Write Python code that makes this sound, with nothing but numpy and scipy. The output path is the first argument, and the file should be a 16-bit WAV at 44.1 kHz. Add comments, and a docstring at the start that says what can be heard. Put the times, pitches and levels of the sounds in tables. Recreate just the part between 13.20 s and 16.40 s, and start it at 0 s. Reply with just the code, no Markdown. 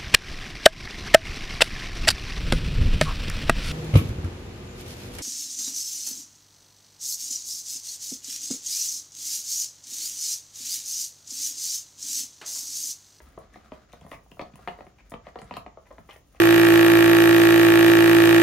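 """Hollow, uneven knocks and wet smacks: a stick stirs thick paint in a thin plastic tub on a table.
The stick knocks on the wall and bottom, making tub and stick ring, and scrapes between knocks.
The paint squelches under the stick, smacks and crackles as it tears, and its air pockets pop.
The tub thumps the table, and the knocks set the things on it ringing faintly.
A small room adds a short echo and a low rumble."""
import sys
import numpy as np
from scipy import signal
from scipy.fft import rfft, irfft, next_fast_len
from scipy.io import wavfile
from scipy.ndimage import map_coordinates

SR = 44100
rng = np.random.default_rng(int(sys.argv[2]) if len(sys.argv) > 2 else 0)


def output_pcm(signal):
    """Save a mono or channel-first signal as 16-bit PCM at the path in sys.argv[1].

    Samples are clipped to [-1, 1] before scaling.
    """
    pcm = np.clip(np.atleast_2d(signal).T, -1, 1) * 32767
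    wavfile.write(sys.argv[1], SR, np.round(pcm).astype(np.int16))


N = 141120  # 3.2 seconds

# The tones of the tub, the stick and the things on the table. Fade time is the time to drop 60 dB.
# (pitch [Hz], relative level [dB], fade time [s])
TUB_TONES = [(272, 1.5, 0.023), (385, 2, 0.032), (469.5, 3.5, 0.032), (600, 1, 0.027), (696.7, 2, 0.039),
             (889, -1, 0.026), (1053, 3.5, 0.022), (1218, 6, 0.012)]
STICK_TONES = [(1790, 4.5, 0.014), (1952, 4.5, 0.015), (2385, -5, 0.017), (2840, -4, 0.008),
               (3126, -10, 0.024), (4350, -21, 0.004)]
THINGS_TONES = [(180, -11, 0.43), (431, -11.5, 0.23), (494.7, -2.5, .16), (1020, -7, 0.16), (1146, 1, 0.15),
                (1232, 4, 0.1), (1980, -20, .14), (2980, -31, 0.2)]
# Tone colour of the tick in each knock (frequency [Hz], relative level [dB])
TICK_COLOUR = [(500, -11), (1500, -21), (3000, 6.5), (4400, -0.5), (5500, -16), (8000, -18), (15000, -52)]
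# The stick hits the tub, favouring the tones near a centre pitch
# (time [s], tub level [dB], stick level [dB], tub centre [Hz], stick centre [Hz])
KNOCKS = [(.003, -53.5, -54.5, 716, 1900), (0.1766, -39.5, -58.5, 625, 2020), (.358, -47, -55, 670, 2180),
          (.519, -40.5, -52.5, 630, 2600), (.734, -47, -56, 632, 2180), (0.812, -54.5, -59.5, 703, 2950),
          (.847, -51, -82, 680, 2280), (.865, -50.5, -61, 710, 2190), (0.9157, -41, -42.5, 630, 2090),
          (.932, -44, -60, 1004, 2200), (1.116, -52, -54.5, 620, 3200), (1.17, -53, -77, 747, 2830),
          (1.194, -35, -39.5, 926, 2340), (1.212, -39, -53, 830, 2780), (1.222, -40.5, -55, 750, 2340),
          (1.337, -69, -60, 930, 2500), (1.356, -54, -57.5, 920, 2650), (1.391, -51, -82, 740, 2650),
          (1.4751, -32, -36, 950, 2180), (1.484, -36, -41.5, 720, 2700), (1.588, -45.5, -58, 700, 2050),
          (1.607, -44, -52, 740, 2130), (1.667, -51.5, -58, 645, 2110), (1.9194, -40.5, -48.5, 724, 2130),
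          (1.939, -38, -45.5, 692, 2650), (2.068, -42, -50.5, 746, 2180), (2.157, -37, -49.5, 656, 1980),
          (2.1882, -44, -51.5, 554, 2690), (2.218, -44.5, -50.5, 680, 2200), (2.3098, -36, -44, 680, 2450),
          (2.339, -47, -45.5, 420, 2890), (2.368, -35.5, -47, 860, 2900), (2.463, -41.5, -49.5, 800, 2350),
          (2.572, -44, -66, 770, 1930), (2.707, -48.5, -61.5, 644, 2090), (2.7125, -48, -61, 850, 2190),
          (2.7822, -48.5, -52.5, 602, 2040), (2.89, -47, -55, 790, 2450), (2.96, -52.5, -54, 727, 2610),
          (3.147, -56, -66, 740, 2530)]
HARD_KNOCK_DB, STICK_ATTACK_S = -41, 0.00021


def knocks():
    """Each knock rings tub and stick, with a tick the paint softens; hard ones shake things nearby."""
    rings, ticks = np.zeros((2, N))
    for start, tub_db, stick_db, tub_hz, stick_hz in KNOCKS:
        lighter_db = HARD_KNOCK_DB - tub_db
        attack_s = 0.00096 * np.exp(.05 * lighter_db)  # lighter knocks start more gently
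        things_db = HARD_KNOCK_DB - 15 - 1.2 * lighter_db  # and hardly shake the things nearby
        tub = amp(tub_db + .5) * ring(TUB_TONES, attack_s, tub_hz, focus_db=7)
        things = amp(things_db) * ring(THINGS_TONES, attack_s=0.0018)
        stick = amp(stick_db - 3) * ring(STICK_TONES, STICK_ATTACK_S, stick_hz, focus_db=23.5)
        add(rings, start, tub + things + stick)
        add(ticks, start, amp(stick_db - 5) * soften(burst(fade_s=.02), STICK_ATTACK_S))
    return rings + coloured(ticks, TICK_COLOUR)


def ring(tones, attack_s, centre_hz=1000, focus_db=0):
    """A struck object rings with fading tones, focus_db weaker for each octave away from centre_hz."""
    t = np.arange(SR // 3) / SR
    hz, db, fade_s = np.transpose(tones)[:, :, None]
    spot, flex = rng.standard_normal((2, len(tones), 1))  # each hit lands on a slightly different spot
    gain = amp(db + 1.5 * spot - focus_db * np.abs(np.log2(hz / centre_hz)))
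    hz = hz * (1 + .05 * flex * (fade_s < .15))  # short tones shift as the plastic flexes
    waves = np.sin(2 * np.pi * (hz * t + rng.random(hz.shape)))
    sound = soften(np.sum(gain * fade(t, fade_s) * waves, axis=0), attack_s)
    return sound / np.sqrt(np.sum(sound ** 2) / (.01 * SR))  # same total energy every time


# The tub rocks and bumps the table (time [s], level [dB], pitch at the loudest point [Hz])
THUMPS = [(0.178, -47, 265), (.369, -45, 265), (0.52, -37, 254), (.736, -46, 207), (.819, -44, 179),
          (0.848, -42, 200), (0.915, -43.5, 282), (0.948, -43.5, 197), (1.118, -45.5, 176),
          (1.195, -38.5, 236), (1.22, -35.5, 223), (1.338, -40.5, 189), (1.481, -37.5, 200),
          (1.613, -46.5, 225), (1.673, -46.5, 218), (1.923, -41.5, 203), (1.941, -36.5, 201),
          (2.076, -44, 217), (2.162, -46.5, 218), (2.226, -40, 180), (2.314, -38, 221), (2.377, -37, 200),
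          (2.469, -43, 275), (2.787, -47, 230), (2.8, -44, 169)]
THUMP_RISE_S, THUMP_SAG_PER_S = 0.0036, 11


def thumps():
    """Pushed by the stick, the full tub bumps the table: a short thud that sinks as the tub settles."""
    track, t = np.zeros(N), np.arange(SR // 16) / SR
    swell = (t / THUMP_RISE_S * np.exp(1 - t / THUMP_RISE_S)) ** 2
    sag = np.exp(-THUMP_SAG_PER_S * (t - THUMP_RISE_S))
    for start, db, hz in THUMPS:
        cycles = hz * np.cumsum(sag) / SR
        add(track, start, amp(db + 1) * swell * np.sin(2 * np.pi * (cycles + rng.random())))
    return track


# How loudly the stick scrapes (time [s], level [dB])
SCRAPE_LEVEL = [(0, -57), (.15, -62.5), (.4, -59), (.65, -64.5), (.85, -62), (1.05, -77), (1.4, -58),
                (1.62, -62.5), (1.75, -68), (1.88, -70.5), (2.1, -63), (2.3, -62.5), (2.55, -72.5),
                (2.8, -70), (3.08, -72.5), (3.2, -66)]
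# Tone colour of the scraped plastic (frequency [Hz], relative level [dB])
SCRAPE_COLOUR = [(100, -25.5), (200, 5.5), (450, -6.5), (700, 2), (900, -11.5), (1200, 0.5), (1550, -4.5),
                 (2000, -6), (2800, -13.5), (4000, -14.5), (8000, -26), (16000, -30.5)]


def scrape():
    """The stick slips along the plastic in tiny jerks."""
    slips = grains(per_s=1800, spread_db=4, clump_db=3, clumps_per_s=30)
    return amp(curve(SCRAPE_LEVEL) - 1.5) * coloured(slips, SCRAPE_COLOUR)


# The stick drags hard along the wet wall (time [s], length [s], level [dB], pitch of the hollow [Hz])
DRAGS = [(0.916, .04, -49.5, 2430), (1.202, .022, -49.5, 2100), (1.778, 0.043, -60, 2450),
         (2.043, .06, -58.5, 2050), (2.314, .02, -51, 2700), (2.35, 0.034, -47.5, 2750),
         (2.65, 0.032, -61, 2040), (2.879, 0.077, -55, 2580), (3.152, 0.025, -61.5, 2420)]
# Tone colour of squeezed paint (frequency [Hz], relative level [dB])
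SQUELCH_COLOUR = [(400, -3.5), (800, 11.5), (1200, 4), (1550, 3), (1950, 6), (2600, 1.5), (3400, -7),
                  (4300, -13), (5200, -10), (10000, -25.5), (16000, -28)]


def squelches():
    """Pressed to the wall, the stick squeezes out paint; the hollow left behind it adds a pitch."""
    track = np.zeros(N)
    slips = grains(per_s=6000, spread_db=3, clump_db=2.5, clumps_per_s=140)
    squeeze = coloured(slips, SQUELCH_COLOUR)
    for start, length, db, hz in DRAGS:
        stroke = squeeze[round(start * SR):][:int(length * SR) + 2]
        hollow = amp(1.5) * signal.lfilter(*signal.iirpeak(hz, Q=5.8, fs=SR), stroke)
        add(track, start, amp(db) * unit(stroke + hollow) * signal.windows.tukey(len(stroke), .5))
    return track


# How loudly the paint crackles (time [s], level [dB])
CRACKLE_LEVEL = [(0, -58), (.2, -86), (.65, -114), (.8, -73), (.93, -52.5), (1.03, -69), (1.2, -66),
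                 (1.3, -82), (1.45, -61), (1.6, -74), (1.85, -74), (2.1, -88), (2.24, -92), (2.52, -84),
                 (2.68, -68), (2.85, -66), (2.93, -61), (3.05, -70), (3.2, -67)]
# Single wet smacks (time [s], level [dB], centre pitch [Hz])
SMACKS = [(0.022, -51, 6300), (0.0875, -43.5, 10500), (0.121, -48, 11000), (0.167, -45, 6100),
          (0.1882, -40, 9200), (0.3366, -43.5, 6400), (0.72, -43, 6750), (0.729, -34.5, 8160),
          (0.8111, -43, 6600), (0.8646, -44, 11000), (0.917, -37.5, 9700), (1.1136, -39.5, 9700),
          (1.3565, -36, 9600), (1.4743, -39, 9400), (1.651, -46, 7300), (1.906, -30.5, 9140),
          (2.1933, -37.5, 6420), (2.2162, -32, 7000), (2.243, -40, 6750), (2.3692, -30.5, 10700),
          (2.673, -47.5, 9000), (2.727, -43.5, 6600), (2.7663, -49.5, 9860), (2.901, -44, 6730),
          (2.933, -38.5, 10100), (3.126, -46, 11000), (3.157, -45, 6540)]
# Tone colour of tearing paint (frequency [Hz], relative level [dB])
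PAINT_COLOUR = [(1000, -10), (3000, -8), (6500, 3), (8000, -6), (9600, 5.5), (11500, -3), (13000, -0.5),
                (16000, 4)]


def tearing_paint():
    """Thin films of paint tear: single smacks, each with its own colour, over a fine crackle."""
    crackle = grains(per_s=600, spread_db=8, clump_db=3, clumps_per_s=50)
    track = amp(curve(CRACKLE_LEVEL) - 7.5) * crackle
    for start, db, hz in SMACKS:
        tear = soften(burst(fade_s=.005), attack_s=.0007)
        smack = signal.lfilter(*signal.iirpeak(hz, Q=1.7, fs=SR), tear)
        add(track, start, amp(db + 1.5) * smack)
    return coloured(track, PAINT_COLOUR)


# Air pockets pop in the paint (time [s], pitch [Hz], level [dB])
POCKETS = [(0.342, 1940, -35.5), (0.721, 2650, -45), (0.729, 3640, -40.5), (0.915, 2060, -55),
           (1.063, 783, -41.5), (1.116, 2660, -37.5), (1.214, 4030, -33.5), (1.786, 2400, -42.5),
           (1.897, 9670, -41.5), (2.088, 1940, -36.5), (2.188, 4140, -40.5), (2.339, 4200, -35),
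           (2.366, 4060, -33), (2.909, 2990, -33.5)]
POCKET_RISE_PER_S, POCKET_ROUGHNESS = 3.3, .4


def air_pockets():
    """A small pocket opens and rings for a moment, rough and slightly rising in pitch."""
    track, t = np.zeros(N), np.arange(SR // 16) / SR
    shape = soften(fade(t, fade_s=.011), attack_s=.00069)
    for start, hz, db in POCKETS:
        flutter = POCKET_ROUGHNESS * rng.standard_normal(len(t))
        phase = 2 * np.pi * hz * np.cumsum(1 + POCKET_RISE_PER_S * t + flutter) / SR
        add(track, start, amp(db) * shape * np.sin(phase))
    return track


# Echoes off the table and bottles (delay [s], left gain [ratio], right gain [ratio])
ECHOES = [(.0045, -0.031, -0.29), (.0088, -0.022, 0.037), (0.0131, -0.21, 0.22), (0.0195, -0.11, -0.082)]
# How much louder the left ear hears the tub (frequency [Hz], level above the right ear [dB])
LEFT_LOUDER = [(200, -1), (500, 2.2), (1000, 2.5), (2000, 3), (4000, 7.5), (8000, 7.5), (14000, -2.5)]
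LEFT_LEAD_S = .000015


def close_sound(x):
    """The sound reaches the left ear just before the right, and bounces off nearby surfaces."""
    side = np.array([[1], [-1]])

    def response(hz):
        delay = lambda seconds: np.exp(-2j * np.pi * hz * seconds)
        direct = amp(side * along(LEFT_LOUDER, hz) / 2) * delay(-side * LEFT_LEAD_S / 2)
        echoes = sum(np.array([[left], [right]]) * delay(lag) for lag, left, right in ECHOES)
        return direct * (1 + echoes)
    return filtered(np.array([x, x]), response)


# How long the room rings (frequency [Hz], fade time [s])
ROOM_FADE = [(150, 0.3), (700, 0.3), (2500, 0.24), (10000, 0.16)]
# Tone colour of the room's echo (frequency [Hz], relative level [dB])
ROOM_COLOUR = [(100, 2.5), (300, -11), (520, -6), (720, -5), (1200, -3), (2500, -6), (5000, 0), (12000, 1)]
# How alike that echo is in both ears (frequency [Hz], likeness [-1 to 1])
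ROOM_LIKENESS = [(100, 0.95), (250, 0.96), (500, 0.41), (1000, -0.08), (2000, 0.45), (5000, -0.15),
                 (12000, 0.5)]


def room_echo(x):
    """Many reflections blur into a short, diffuse room tail."""
    echo, block = np.zeros((2, N)), SR // 11
    for first in range(0, N, block):
        hz, t, noise = signal.stft(rng.standard_normal((2, SR // 2)), SR, nperseg=256)
        shape = fade(t, along(ROOM_FADE, hz)[:, None]) * (1 - np.exp(-t / 0.0018))
        tail = signal.istft(noise * shape, SR, nperseg=256)[1]
        tail /= np.linalg.norm(tail[0])
        add(echo, first / SR, signal.fftconvolve(x[None, first:first + block], tail, axes=1))
    return stereo(echo, ROOM_COLOUR, ROOM_LIKENESS)


# Tone colour of the background noise (frequency [Hz], relative level [dB])
RUMBLE_COLOUR = [(20, -23), (33, -42), (44, 10), (68, 9), (90, -4.5), (125, 0.5), (160, -6.5), (300, -7.5),
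                 (700, -16), (1500, -29), (3000, -25.5), (4500, -29.5), (7000, -24), (8000, -46),
                 (10000, -61), (16000, -40)]
# How alike that noise is in both ears (frequency [Hz], likeness [-1 to 1])
RUMBLE_LIKENESS = [(60, 0.96), (250, 0.89), (600, 0.17), (3000, 0.079), (10000, 0.13)]
RUMBLE_DB = -57.5


def room_rumble():
    """A steady low rumble with a faint hiss."""
    return amp(RUMBLE_DB) * unit(stereo(rng.standard_normal((2, N)), RUMBLE_COLOUR, RUMBLE_LIKENESS))


def amp(db):
    """Turn decibels into a number to multiply by."""
    return 10 ** (np.asarray(db) / 20)


def unit(x):
    """Scale a sound to an average (rms) strength of 1."""
    return x / np.sqrt(np.mean(x ** 2) + 1e-20)


def along(points, hz):
    """Read between (frequency, value) points on a log frequency scale."""
    frequencies, values = np.transpose(points)
    return np.interp(np.log(hz + 1), np.log(frequencies + 1), values)


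def curve(points):
    """Join (time, value) points with straight lines, one value per sample."""
    return np.interp(np.arange(N) / SR, *np.transpose(points))


def fade(t, fade_s):
    """Fall by 60 dB every fade_s seconds."""
    return np.exp(-np.log(1000) * t / fade_s)


def soften(x, attack_s):
    """Round off the start of a sound."""
    return x * (1 - np.exp(-np.arange(len(x)) / SR / attack_s))


def burst(fade_s):
    """A short puff of dying noise."""
    t = np.arange(SR // 10) / SR
    return rng.standard_normal(len(t)) * fade(t, fade_s)


def grains(per_s, spread_db, clump_db, clumps_per_s):
    """Tiny random clicks of uneven size, in louder and quieter clumps."""
    clicks = (rng.random(N) < per_s / SR) * rng.choice([-1, 1], N)
    sizes = np.clip(rng.standard_normal(N), -2, 2)
    clumps = map_coordinates(rng.standard_normal(1024), [np.arange(N) * clumps_per_s / SR], mode="wrap")
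    return unit(clicks * amp(spread_db * sizes + clump_db * clumps))


def add(track, start, sound):
    """Mix a sound into a track, start seconds in."""
    part = track[..., max(0, round(start * SR)):][..., :sound.shape[-1]]
    part += sound[..., :part.shape[-1]]


def filtered(x, response):
    """Multiply each frequency in a sound by response(hz)."""
    size = next_fast_len(N + SR // 2)
    return irfft(rfft(x, size) * response(np.fft.rfftfreq(size, 1 / SR)), size)[..., :x.shape[-1]]


def coloured(x, colour):
    """Give a sound a tone colour, with a filter that rings only after each click."""
    size = 2048
    cepstrum = irfft(np.log(amp(along(colour, np.fft.rfftfreq(size, 1 / SR)))))
    cepstrum[1:size // 2] *= 2  # move the ringing from before the click to after it
    cepstrum[size // 2 + 1:] = 0
    kernel = irfft(np.exp(rfft(cepstrum)))
    return signal.fftconvolve(x, kernel / np.linalg.norm(kernel))[:N]


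def stereo(pair, colour, likeness):
    """Blend two unrelated sounds into a left and right of the given colour and likeness."""
    def response(hz):
        angle = np.arccos(np.clip(along(likeness, hz), -1, 1)) / 2
        return amp(along(colour, hz)) * [np.cos(angle), np.sin(angle)]
    mid, side = filtered(pair, response)
    return np.array([mid + side, mid - side])


def scene():
    """The stirring, heard close up in its small room."""
    stirring = knocks() + thumps() + scrape() + squelches() + tearing_paint() + air_pockets()
    return close_sound(stirring) + room_echo(stirring) + room_rumble()


TOP_HZ = 15900


def record(dry):
    """Cut off the very highest treble, above TOP_HZ."""
    return filtered(dry, lambda hz: hz < TOP_HZ)


dry = scene()
out = record(dry)
output_pcm(out)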